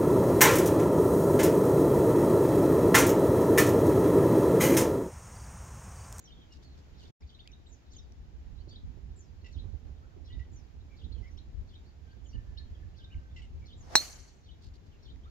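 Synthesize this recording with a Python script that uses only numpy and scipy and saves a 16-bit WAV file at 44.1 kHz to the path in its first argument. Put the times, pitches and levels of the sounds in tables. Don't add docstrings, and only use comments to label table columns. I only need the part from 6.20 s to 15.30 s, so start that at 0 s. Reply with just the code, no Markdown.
import sys
import numpy as np
from scipy import signal
from scipy.fft import rfft, irfft, next_fast_len
from scipy.io import wavfile
from scipy.ndimage import uniform_filter1d, map_coordinates

SR = 44100
rng = np.random.default_rng(int(sys.argv[2]) if len(sys.argv) > 2 else 0)


def int16_out(signal):
    q = np.round(np.clip(np.atleast_2d(signal).T, -1, 1) * 32767)
    wavfile.write(sys.argv[1], SR, q.astype(np.int16))


N = 401310
TIME = np.arange(N) / SR
STRIKE_S = 7.754

# (frequency [Hz], relative density [dB])
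ECHO_SPECTRUM = [(150, -7.5), (700, -3.5), (1400, -5), (2500, -5), (3100, -7), (3650, -10), (4000, -1.5),
                 (4350, 4), (5000, -5.5), (6200, 4), (7000, 1), (7700, -7), (10000, -10.5), (12000, -8.5),
                 (15500, -19)]
# (frequency [Hz], relative density [dB])
GRASS_SPECTRUM = [(1500, -35), (3000, -6.5), (4500, 3), (5600, -5.5), (6500, -6), (8500, -21.5),
                  (15000, -32)]


def amp(db):
    return 10 ** (np.asarray(db) / 20)


def unit(x):
    return x / np.sqrt(np.mean(x ** 2) + 1e-20)


def fade(t, t60_s):
    return np.exp(-np.log(1000) * t / t60_s)


def puff(u, attack_share):
    return np.minimum(u / attack_share, 1) * np.sqrt(1 - u)


def along(points, hz):
    knots_hz, values = np.transpose(points)
    return np.interp(np.log(hz + 1), np.log(knots_hz + 1), values)


def curves(rows, t=TIME):
    knots_s, *columns = np.transpose(rows)
    return [np.interp(t, knots_s, column) for column in columns]


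def wobble(rate_hz, size=N):
    knots = rng.standard_normal(int(size * rate_hz / SR) + 4)
    return map_coordinates(knots, [np.arange(size) * rate_hz / SR])


def filtered(x, response):
    n = x.shape[-1]
    padded = next_fast_len(n + 8192)
    return irfft(rfft(x, padded) * response(np.fft.rfftfreq(padded, 1 / SR)), padded)[..., :n]


def stereo(mid, side, correlation):
    angle = np.arccos(np.clip(correlation, -1, 1)) / 2
    return np.cos(angle) * mid + np.sin(angle) * side * np.array([[1], [-1]])


def noise(spectrum, correlation, size=N):
    mid, side = filtered(rng.standard_normal((2, size)), lambda hz: amp(along(spectrum, hz)))
    return unit(stereo(mid, side, correlation))


def pan(db):
    return amp(np.array([[db], [-db]]) / 2)


def pan_by_frequency(x, sides):
    return filtered(x, lambda hz: amp(along(sides, hz) * np.array([[1], [-1]]) / 2))


def staggered(x, lead_ms):
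    return filtered(x, lambda hz: np.exp(1j * np.pi * hz * lead_ms / 1000 * np.array([[1], [-1]])))


def add(track, start_s, sound):
    start = max(round(start_s * SR), 0)
    track[..., start:start + sound.shape[-1]] += sound[..., :N - start]


def scattered(x, t60_s, correlation):
    t = np.arange(SR // 2) / SR
    mid, side = rng.standard_normal((2, len(t))) * fade(t, t60_s)
    tail = stereo(mid, side, correlation)
    tail /= np.linalg.norm(tail[0])
    return signal.fftconvolve(np.atleast_2d(x), tail, axes=1)[:, :x.shape[-1]]


def gusts(attack_s=0.0086, release_s=0.029):
    # (time [s], hold [s], relative level [dB], left-right [dB])
    thumps = [(1.028, .025, -43, -1), (2.252, 0.083, -44, -15), (2.638, 0.062, -37, -8),
              (2.834, 0.058, -41, -14.5), (3.353, 0.055, -35.5, -11.5), (3.455, 0.1, -42, -17),
              (4.138, 0.08, -39.5, -15), (4.324, 0.03, -39.5, -15), (5.333, 0.075, -39.5, 13),
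              (6.146, 0.042, -33, -9), (6.276, 0.043, -38, -4), (6.5, 0.032, -36.5, 5),
              (6.95, 0.035, -34, 0)]
    level = np.zeros((2, N))
    for s, hold_s, db, side_db in thumps:
        corners_s = [s - attack_s, s, s + hold_s, s + hold_s + release_s]
        level += amp(db) * pan(side_db) * np.interp(TIME, corners_s, [0, 1, 1, 0])
    return level


def wind(buffet_db=-2, gust_db=-4, breeze_db=-61.5, leaves_db=-71, eddy_hz=13, eddy_depth_db=3):
    # (time [s], strength [dB], left-right [dB])
    swell = [(0, -56.5, 0.5), (0.8, -53, -3.5), (1.1, -52.5, 1), (1.85, -49.5, 2.5), (2.3, -46, -10),
             (3.5, -46.5, -7), (3.9, -49, -6.5), (4.25, -45.5, -6.5), (4.6, -47, -5), (5.1, -43, -13.5),
             (5.4, -45, 3), (5.75, -50.5, -3), (6.15, -45, -12), (6.6, -44.5, -6), (7.6, -45.5, 1),
             (8.1, -52, -2.5), (8.55, -51, 3), (9.1, -46.5, 1.5)]
    # (frequency [Hz], relative density [dB])
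    buffet_spectrum = [(14, -20.5), (25, -6), (50, 0.5), (72, 4.5), (100, -5), (150, -19.5), (250, -23.5),
                       (400, -45.5), (800, -92)]
    # (frequency [Hz], relative density [dB])
    breeze_spectrum = [(70, -22.5), (130, 0.5), (190, -5.5), (260, -6.5), (400, -10.5), (630, -20.5),
                       (1100, -26), (2000, -47.5), (4000, -89)]
    # (frequency [Hz], relative density [dB])
    leaf_spectrum = [(300, -12), (800, 3.5), (1100, -2.5), (1600, 0), (3000, -3.5), (5000, -7), (7400, -11),
                     (8000, -34.5), (10000, -26.5), (13000, -22), (15700, -25)]
    strength_db, veer_db = curves(swell)
    eddy_db = eddy_depth_db * np.array([wobble(eddy_hz), wobble(eddy_hz)])
    port_db = strength_db + np.array([veer_db, -veer_db]) / 2 + eddy_db
    push = np.hypot(amp(port_db + buffet_db), amp(gust_db) * gusts())
    buffet = push * noise(buffet_spectrum, 0.51)
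    breeze_lift_db = 0.31 * (port_db - strength_db.mean())
    breeze = amp(breeze_db + breeze_lift_db + 1.2 * wobble(35)) * noise(breeze_spectrum, 0.39)
    leaf_lift_db = 0.08 * (strength_db - strength_db.mean())
    leaves = amp(leaves_db + leaf_lift_db + 0.48 * wobble(8.9)) * noise(leaf_spectrum, 0.066)
    return buffet + staggered(breeze + leaves, lead_ms=0.45)


def turbulence(pop_t60_s=0.093, pop_rise_s=0.0014, side_db=-8):
    # (time [s], level [dB])
    rush_levels = [(3.1, -92), (3.45, -71), (3.7, -71.5), (4.05, -74), (4.5, -82.5)]
    # (frequency [Hz], relative density [dB])
    rush_spectrum = [(200, -20.5), (400, -0.5), (550, -2), (800, -7.5), (1200, -23.5), (3000, -49.5)]
    # (time [s], level [dB])
    pops = [(2.472, -50.5), (2.527, -55), (2.771, -52), (3.235, -51), (3.356, -50.5), (3.44, -51),
            (3.535, -50), (3.964, -49.5), (4.175, -56), (4.32, -52.5), (4.817, -58), (4.86, -51),
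            (4.911, -51.5), (4.963, -50), (5.012, -51.5), (5.964, -50), (6.144, -48.5)]
    # (frequency [Hz], relative density [dB])
    pop_spectrum = [(60, -13), (150, 6), (380, 3.5), (700, -14.5), (1100, -27), (2500, -37), (6000, -58)]
    rush_db, = curves(rush_levels)
    out = amp(rush_db + wobble(30)) * noise(rush_spectrum, 0.12)
    t = np.arange(SR // 8) / SR
    envelope = (1 - np.exp(-t / pop_rise_s)) * fade(t, pop_t60_s)
    for s, db in pops:
        add(out, s, amp(db) * envelope * noise(pop_spectrum, 0.3, len(t)))
    return pan(side_db) * out


def syrinx(hz, level, waver, rasp_db=-40, flutter_db=3, rasp_ratio=1.24, rasp_waver=0.15):
    n = len(hz)
    phase = 2 * np.pi * np.cumsum(hz * (1 + waver * wobble(400, n))) / SR
    rasp_phase = 2 * np.pi * np.cumsum(hz * rasp_ratio * (1 + rasp_waver * wobble(250, n))) / SR
    rasp = amp(rasp_db) * np.linspace(2, 0, n) * np.sin(rasp_phase)
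    flutter = unit(amp(flutter_db * wobble(150, n)))
    return level * flutter * (np.sin(phase) + rasp)


def arched_note(length_s, hz, droop, glide_oct, db, waver):
    u = np.linspace(-1, 1, int(length_s * SR))
    pitch_hz = hz * (1 - droop * u ** 2) * 2 ** (glide_oct * u / 2)
    return syrinx(pitch_hz, amp(db) * signal.windows.tukey(len(u), 0.4), waver)


def flock(count=48, typical_hz=3780, typical_s=0.036, typical_db=-73):
    out = np.zeros(N)
    for k, (jitter, pitch, length, level, slide) in enumerate(rng.standard_normal((count, 5))):
        chirp = arched_note(typical_s * np.exp(0.38 * length), typical_hz * np.exp(0.17 * pitch),
                            droop=0.12, glide_oct=0.32 * slide, db=typical_db + 2 * level, waver=0.03)
        add(out, ((k + jitter) % count) / count * TIME[-1], chirp)
    return out


def far_bird(sag_hz_per_s=100, wet_db=-4):
    # (time [s], length [s], starting pitch [Hz], level [dB])
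    notes = [(5.847, .1, 1582, -69.5), (6.13, .11, 1790, -69), (6.241, 0.11, 1745, -70.5),
             (6.37, 0.05, 1745, -62.5), (6.522, 0.18, 1736, -72.5), (6.759, 0.23, 1592, -69.5),
             (6.98, 0.13, 1557, -72)]
    out = np.zeros(N)
    for s, length_s, hz, db in notes:
        t = np.arange(int(length_s * SR)) / SR
        envelope = amp(db) * signal.windows.tukey(len(t), 0.4)
        add(out, s, syrinx(hz - sag_hz_per_s * t, envelope, waver=0.011, flutter_db=5))
    return out + amp(wet_db) * scattered(out, t60_s=0.45, correlation=0.3)


def whistles(pure_waver=0.012, arch_waver=0.11):
    # (time [s], length [s], mid pitch [Hz], end droop [0-1], glide [octaves], level [dB])
    notes = [(0.132, .13, 3310, 0.08, -0.097, -66), (0.205, .03, 3730, 0.2, 0, -65),
             (0.302, 0.036, 2870, 0, -0.038, -64), (0.433, 0.077, 4340, 0.07, -0.23, -68),
             (0.493, 0.038, 4260, .05, .05, -68), (1.019, 0.021, 2450, 0.16, 0.23, -64),
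             (1.249, 0.067, 2590, 0.25, 0.18, -61.5), (1.316, 0.01, 6200, 0.16, 0.063, -60.5),
             (1.518, 0.037, 6780, 0.3, -0.021, -62), (2.371, 0.056, 4200, 0, 0.33, -66.5),
             (2.495, 0.054, 4580, 0, -0.018, -62.5), (3.822, 0.027, 1390, 0.01, 0.47, -61),
             (3.905, 0.045, 1400, 0.03, -.45, -65), (4.098, 0.086, 1975, 0.04, -.01, -65),
             (4.189, 0.051, 1940, 0.02, 0.067, -60), (4.693, 0.063, 2366, 0.1, -0.078, -65.5),
             (4.942, 0.027, 3290, 0, -0.07, -62), (4.974, .028, 2990, 0, 0.0014, -69),
             (5.024, .035, 2040, 0, -0.013, -64), (5.051, 0.051, 2195, 0.16, -0.00096, -61),
             (5.03, 0.023, 5550, 0, .2, -73), (5.075, .018, 5300, 0, .35, -69),
             (5.106, .025, 6000, .03, -.15, -70), (5.172, 0.011, 5600, 0, .35, -61),
             (5.645, 0.077, 4580, 0.14, 0.01, -69.5), (6.044, 0.029, 3270, 0.1, -0.41, -64.5),
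             (6.127, 0.039, 2980, 0.09, 0.025, -59), (6.53, 0.033, 3400, 0.02, -.2, -64.5),
             (6.898, 0.054, 2930, 0.35, -0.016, -58.5), (7.414, 0.039, 2290, 0.06, -0.12, -65.5),
             (9.033, 0.023, 3580, 0.1, 0.32, -63.5), (9.052, 0.025, 1290, 0.03, 0.35, -57.5)]
    out = np.zeros(N)
    for s, length_s, hz, droop, glide_oct, db in notes:
        add(out, s, arched_note(length_s, hz, droop, glide_oct, db, pure_waver + arch_waver * droop))
    return out


def songs():
    # (time [s], pitch [Hz], relative level [dB])
    warble = [(0, 3890, -15.5), (.014, 4450, -6.5), (.024, 3990, -7), (.032, 3480, -2.5), (.048, 3400, -2),
              (.057, 2980, -6.5), (.071, 3160, -3), (.084, 3902, 7.5), (.092, 3614, 0.5), (.102, 3100, -14)]
    # (time [s], pitch [Hz], relative level [dB])
    tseer = [(0, 6780, -17), (.009, 7500, -5), (.017, 6760, -5.5), (.032, 7020, 0), (.055, 5950, 0),
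             (.085, 5240, -12), (.125, 4637, -15.5), (.145, 4394, -24.5)]
    # (time [s], pitch [Hz], relative level [dB])
    chip = [(0, 2510, -18), (.006, 3360, 0), (.013, 4050, 11), (.02, 4210, 6), (.028, 4000, -17),
            (.036, 3500, -20)]
    # (time [s], level [dB], pitch [ratio], rasp [dB])
    warbles = [(.042, -60, 0.95, -21.5), (.771, -63.5, 0.93, -4), (1.066, -58, 1.02, -10),
               (1.706, -59, 1.01, -2.5), (2.479, -55, 1.014, -7), (3.313, -57, 1.036, -7),
               (4.045, -58.5, 0.97, -5.5), (4.762, -58, 1.02, -10.5), (5.472, -59.5, 1, -10),
               (6.761, -57.5, 1.01, -7), (7.451, -55, 1.01, -9), (8.234, -58, 1.01, -9),
               (8.823, -58, 1.01, -5)]
    tseers = [(0, -62, 0.98, -29), (1.466, -67, 1.06, -29.5), (1.728, -59, 0.98, -30),
              (2.958, -61, 1.04, -32.5), (4.315, -62, 1.01, -35), (6.04, -65, 0.99, -33),
              (7.567, -62.5, 1.02, -33)]
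    chips = [(.313, -73, 1.36, -21), (1.187, -56.5, 0.86, -10), (1.32, -60, 0.92, -31),
             (1.458, -65.5, 0.98, -16), (4.911, -61, 1, -18), (5.172, -58, 0.97, -24),
             (6.369, -51.5, 1.01, -17)]
    out = np.zeros(N)
    for contour, calls, waver in (warble, warbles, 0.035), (tseer, tseers, 0.012), (chip, chips, 0.027):
        t = np.arange(int(contour[-1][0] * SR)) / SR
        hz, contour_db = curves(contour, t)
        for s, db, ratio, rasp_db in calls:
            add(out, s, syrinx(hz * ratio, amp(db + contour_db), waver, rasp_db))
    return out


def scolds(chord_db=-3, breath_db=-7.5, sag=0.042):
    # (time [s], length [s], level [dB], pitch [ratio])
    notes = [(3.243, .058, -54.5, .985), (4.193, 0.022, -60.5, .99), (7.16, 0.051, -52, 1),
             (7.219, 0.039, -56.5, 1.07)]
    # (frequency [Hz], relative level [dB])
    tones = [(2000, -3), (2690, 1.5), (2830, -5), (3950, -19), (5050, -17), (5460, -15), (7250, -19)]
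    # (frequency [Hz], relative density [dB])
    throat_spectrum = [(1500, -36), (1850, -18), (2050, -10), (2300, -16), (2700, -9), (3200, -13),
                       (4200, -15), (5100, -21), (7000, -25), (8500, -60)]
    out = np.zeros((2, N))
    for s, length_s, db, ratio in notes:
        u = np.linspace(0, 1, int(length_s * SR))
        bend = ratio * (1 - sag * (u - 0.5))
        chord = sum(syrinx(hz * bend, amp(tone_db), waver=0.014, flutter_db=4) for hz, tone_db in tones)
        stutter = unit(amp(4 * wobble(170, len(u))))
        voice = amp(chord_db) * unit(chord) + amp(breath_db) * noise(throat_spectrum, 0.51, len(u))
        add(out, s, amp(db) * puff(u, attack_share=0.043) * stutter * voice)
    return out


def birds(direct_db=-1.6, twigs_db=-8, crowns_db=-6, side_db=-1):
    voices = songs() + whistles() + flock() + scolds()
    twigs = amp(twigs_db) * scattered(voices, t60_s=0.05, correlation=0.8)
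    calls = amp(direct_db) * voices + twigs + far_bird()
    crowns = amp(crowns_db) * scattered(voices, t60_s=0.23, correlation=0.1)
    return pan(side_db) * (staggered(calls, lead_ms=0.4) + crowns)


def shoes(flutter_db=2.7):
    # (time [s], length [s], level [dB])
    brushes = [(.31, 0.071, -66.5), (.42, 0.045, -66.5), (.57, .044, -71), (.78, .12, -65.5),
               (8.41, 0.085, -63.5), (8.535, .04, -64.5), (8.66, .03, -71)]
    level = np.zeros(N)
    for s, length_s, db in brushes:
        u = np.linspace(0, 1, int(length_s * SR))
        add(level, s, amp(db) * puff(u, attack_share=0.29))
    return level * noise(GRASS_SPECTRUM, 0.2) * amp(flutter_db * wobble(250))


def ticks(snap_db=-7, t60_s=0.009):
    # (time [s], level [dB], pitch [Hz])
    events = [(1.2754, -40, 3280), (1.922, -54, 5800), (2.53, -53, 1150), (8.96, -55, 2000)]
    out = np.zeros((2, N))
    t = np.arange(SR // 20) / SR
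    for s, db, hz in events:
        snap = amp(snap_db) * noise(GRASS_SPECTRUM, 0.64, len(t))
        add(out, s, amp(db) * fade(t, t60_s) * (np.sin(2 * np.pi * hz * t) + snap))
    return staggered(out, lead_ms=0)


def patchy(x, depth_db):
    bins = signal.stft(x, SR, nperseg=256)[2]
    field = uniform_filter1d(rng.standard_normal(bins.shape[1:]), size=7, axis=0)
    field = uniform_filter1d(field, size=5, axis=1)
    gain = unit(amp(depth_db * unit(field)))
    return signal.istft(bins * gain, SR, nperseg=256)[1][:, :x.shape[-1]]


def air_decay(x):
    # (frequency [Hz], t60 [s])
    decay_times = [(200, 0.87), (2000, 0.72), (4300, 0.67), (6500, 0.72), (9000, 0.58), (15000, 0.39)]
    hz, t, bins = signal.stft(x, SR, nperseg=256)
    gain = fade(t, along(decay_times, hz)[:, None])
    return signal.istft(bins * gain, SR, nperseg=256)[1][:, :x.shape[-1]]


def echoes(turf_db=-35, turf_t60_s=0.31, trees_db=-41.5, trees_delay_s=0.049, trees_rise_s=0.0077):
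    # (frequency [Hz], left-right [dB])
    sides = [(60, -2), (180, 1), (550, 1), (1650, 0), (4970, -0.5), (15000, 4)]
    t = np.arange(SR) / SR
    out = np.zeros((2, N))
    add(out, STRIKE_S, amp(turf_db) * noise(ECHO_SPECTRUM, 0.72, len(t)) * fade(t, turf_t60_s))
    trees = air_decay(patchy(noise(ECHO_SPECTRUM, 0.2, len(t)), depth_db=2.2))
    add(out, STRIKE_S + trees_delay_s, amp(trees_db) * (1 - np.exp(-t / trees_rise_s)) * trees)
    return pan_by_frequency(out, sides)


def trunk_returns(rise_s=0.0022):
    # (delay [s], level [dB], centre [Hz], width [octaves], t60 [s])
    returns = [(0.047, -31, 6100, 0.12, 0.034), (.051, -41.5, 399.3, 0.5, .05), (.064, -50, 900, .6, .09),
               (.062, -48, 2220, 0.37, 0.14), (.078, -55, 4500, 0.061, 0.066), (.143, -58, 1100, 1, 0.13),
               (.153, -51, 6300, .2, .07), (.169, -53, 5900, .3, .06), (.195, -62.5, 1200, .8, .14),
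               (.224, -57, 2300, .4, 0.036), (0.261, -65, 5600, 0.43, 0.2), (.293, -63.5, 1200, 1, .14),
               (.322, -61, 4580, .3, 0.15)]
    out = np.zeros((2, N))
    t = np.arange(SR // 3) / SR
    for delay_s, db, centre_hz, width_oct, t60_s in returns:
        band = lambda hz: np.exp(-(np.log2((hz + 1) / centre_hz) / width_oct) ** 2 / 2)
        scatter = unit(filtered(noise(ECHO_SPECTRUM, 0.35, len(t)), band))
        add(out, STRIKE_S + delay_s, amp(db) * scatter * (1 - np.exp(-t / rise_s)) * fade(t, t60_s))
    return out


def swing():
    # (time [s], level [dB])
    swish_levels = [(7.55, -75.5), (7.64, -62), (7.69, -57), (7.725, -47.5), (7.75, -44.5), (7.79, -58),
                    (7.86, -77.5)]
    # (frequency [Hz], relative density [dB])
    swish_spectrum = [(100, -11), (350, -4.5), (700, 0), (1300, -10.5), (1900, -13.5), (2800, -21),
                      (6000, -16.5), (8000, -30), (15000, -41)]
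    swish_db, = curves(swish_levels)
    return amp(swish_db) * noise(swish_spectrum, 0.095)


def head_ring(t, doppler_rise=0.064, doppler_s=0.06, max_sway=0.27, sway_s=0.025, grass_db=-13):
    # (frequency [Hz], relative level [dB], t60 [s], left-right [dB])
    modes = [(3860, -21, .095, -1.5), (4130, -14.5, 0.14, -4.5), (4258, -27.5, .085, -2.5),
             (4368, -25, .09, -10), (4556, -36, 0.091, -6), (5250, -31.5, .04, -7.5),
             (5370, -30.5, .05, -4), (5790, -14, .054, -3.5), (5900, -27.5, .05, -2.5),
             (6235, -25, .055, -5.5), (6480, -27.5, .08, -4), (7650, -23, .025, 8.5),
             (7875, -30.5, .06, 8.5), (8300, -37.5, .05, 4), (11300, -38, .05, 0), (11720, -35, .05, 4),
             (14920, -42, .04, 9.5)]
    heard_s = np.cumsum(1 + doppler_rise * (1 - np.exp(-(t / doppler_s) ** 2))) / SR
    sway = max_sway * (1 - np.exp(-heard_s / sway_s))
    ring = np.zeros((2, len(t)))
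    for k, (hz, db, t60_s, side_db) in enumerate(modes):
        phase = 2 * np.pi * hz * heard_s + sway * wobble(350, len(t))
        envelope = np.exp(sway * wobble(250, len(t))) * fade(heard_s, t60_s)
        ring += (-1) ** k * amp(db) * pan(side_db) * envelope * np.sin(phase)
    return ring + amp(grass_db) * scattered(ring, t60_s=0.09, correlation=0.8)


def knock(t, thud_hz=375, thud_db=-21.5, thud_t60_s=0.022):
    # (frequency [Hz], level [dB], t60 [s], left-right [dB])
    modes = [(844, -9.5, .0115, 2), (1705, -5, 0.0073, -0.5), (2680, -11.5, .004, 1)]
    thud = amp(thud_db) * np.sin(2 * np.pi * thud_hz * t) * fade(t, thud_t60_s)
    return thud + sum((-1) ** k * amp(db) * pan(side_db) * np.sin(2 * np.pi * hz * t) * fade(t, t60_s)
                      for k, (hz, db, t60_s, side_db) in enumerate(modes))


def strike(ring_db=1, crack_db=-21, crack_t60_s=0.058, contact_rise_s=0.00024):
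    # (frequency [Hz], relative density [dB])
    crack_spectrum = [(120, -8.5), (260, -6), (480, -14), (640, -4), (900, -7.5), (2000, -7), (3200, -13),
                      (4600, -6.5), (5300, -1), (6000, -1), (6800, -6.5), (7550, 1), (8500, -8.5),
                      (12000, -14), (14800, -17.5), (15600, -30)]
    # (frequency [Hz], left-right [dB])
    crack_sides = [(1000, 1.5), (4500, -2.5), (6500, -3), (8000, 2.5), (12000, 4), (15000, 7)]
    t = np.arange(SR // 2) / SR
    ring = amp(ring_db) * head_ring(t)
    crack = pan_by_frequency(noise(crack_spectrum, 0.62, len(t)), crack_sides)
    crack *= amp(crack_db) * fade(t, crack_t60_s)
    build_up = 1 - np.exp(-(t / contact_rise_s) ** 2)
    out = np.zeros((2, N))
    add(out, STRIKE_S, knock(t) + (ring + crack) * build_up)
    return staggered(out, lead_ms=0.052)


def scene():
    shot = swing() + strike() + echoes() + trunk_returns()
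    calls = birds()
    nearby = staggered(shoes() + ticks(), lead_ms=-0.396)
    return shot + calls + nearby + wind() + turbulence()


def record(dry, ceiling=0.92, top_hz=15750):
    # (time [s], gain [dB])
    dropout = [(.905, 3), (.917, -40), (.96, -67), (.995, -49), (1.008, 0)]
    dropout_db, = curves(dropout)
    limited = dry / (1 + np.abs(dry / ceiling) ** 8) ** (1 / 8)
    return filtered(limited * amp(dropout_db), lambda hz: hz < top_hz)


dry = scene()
out = record(dry)
int16_out(out)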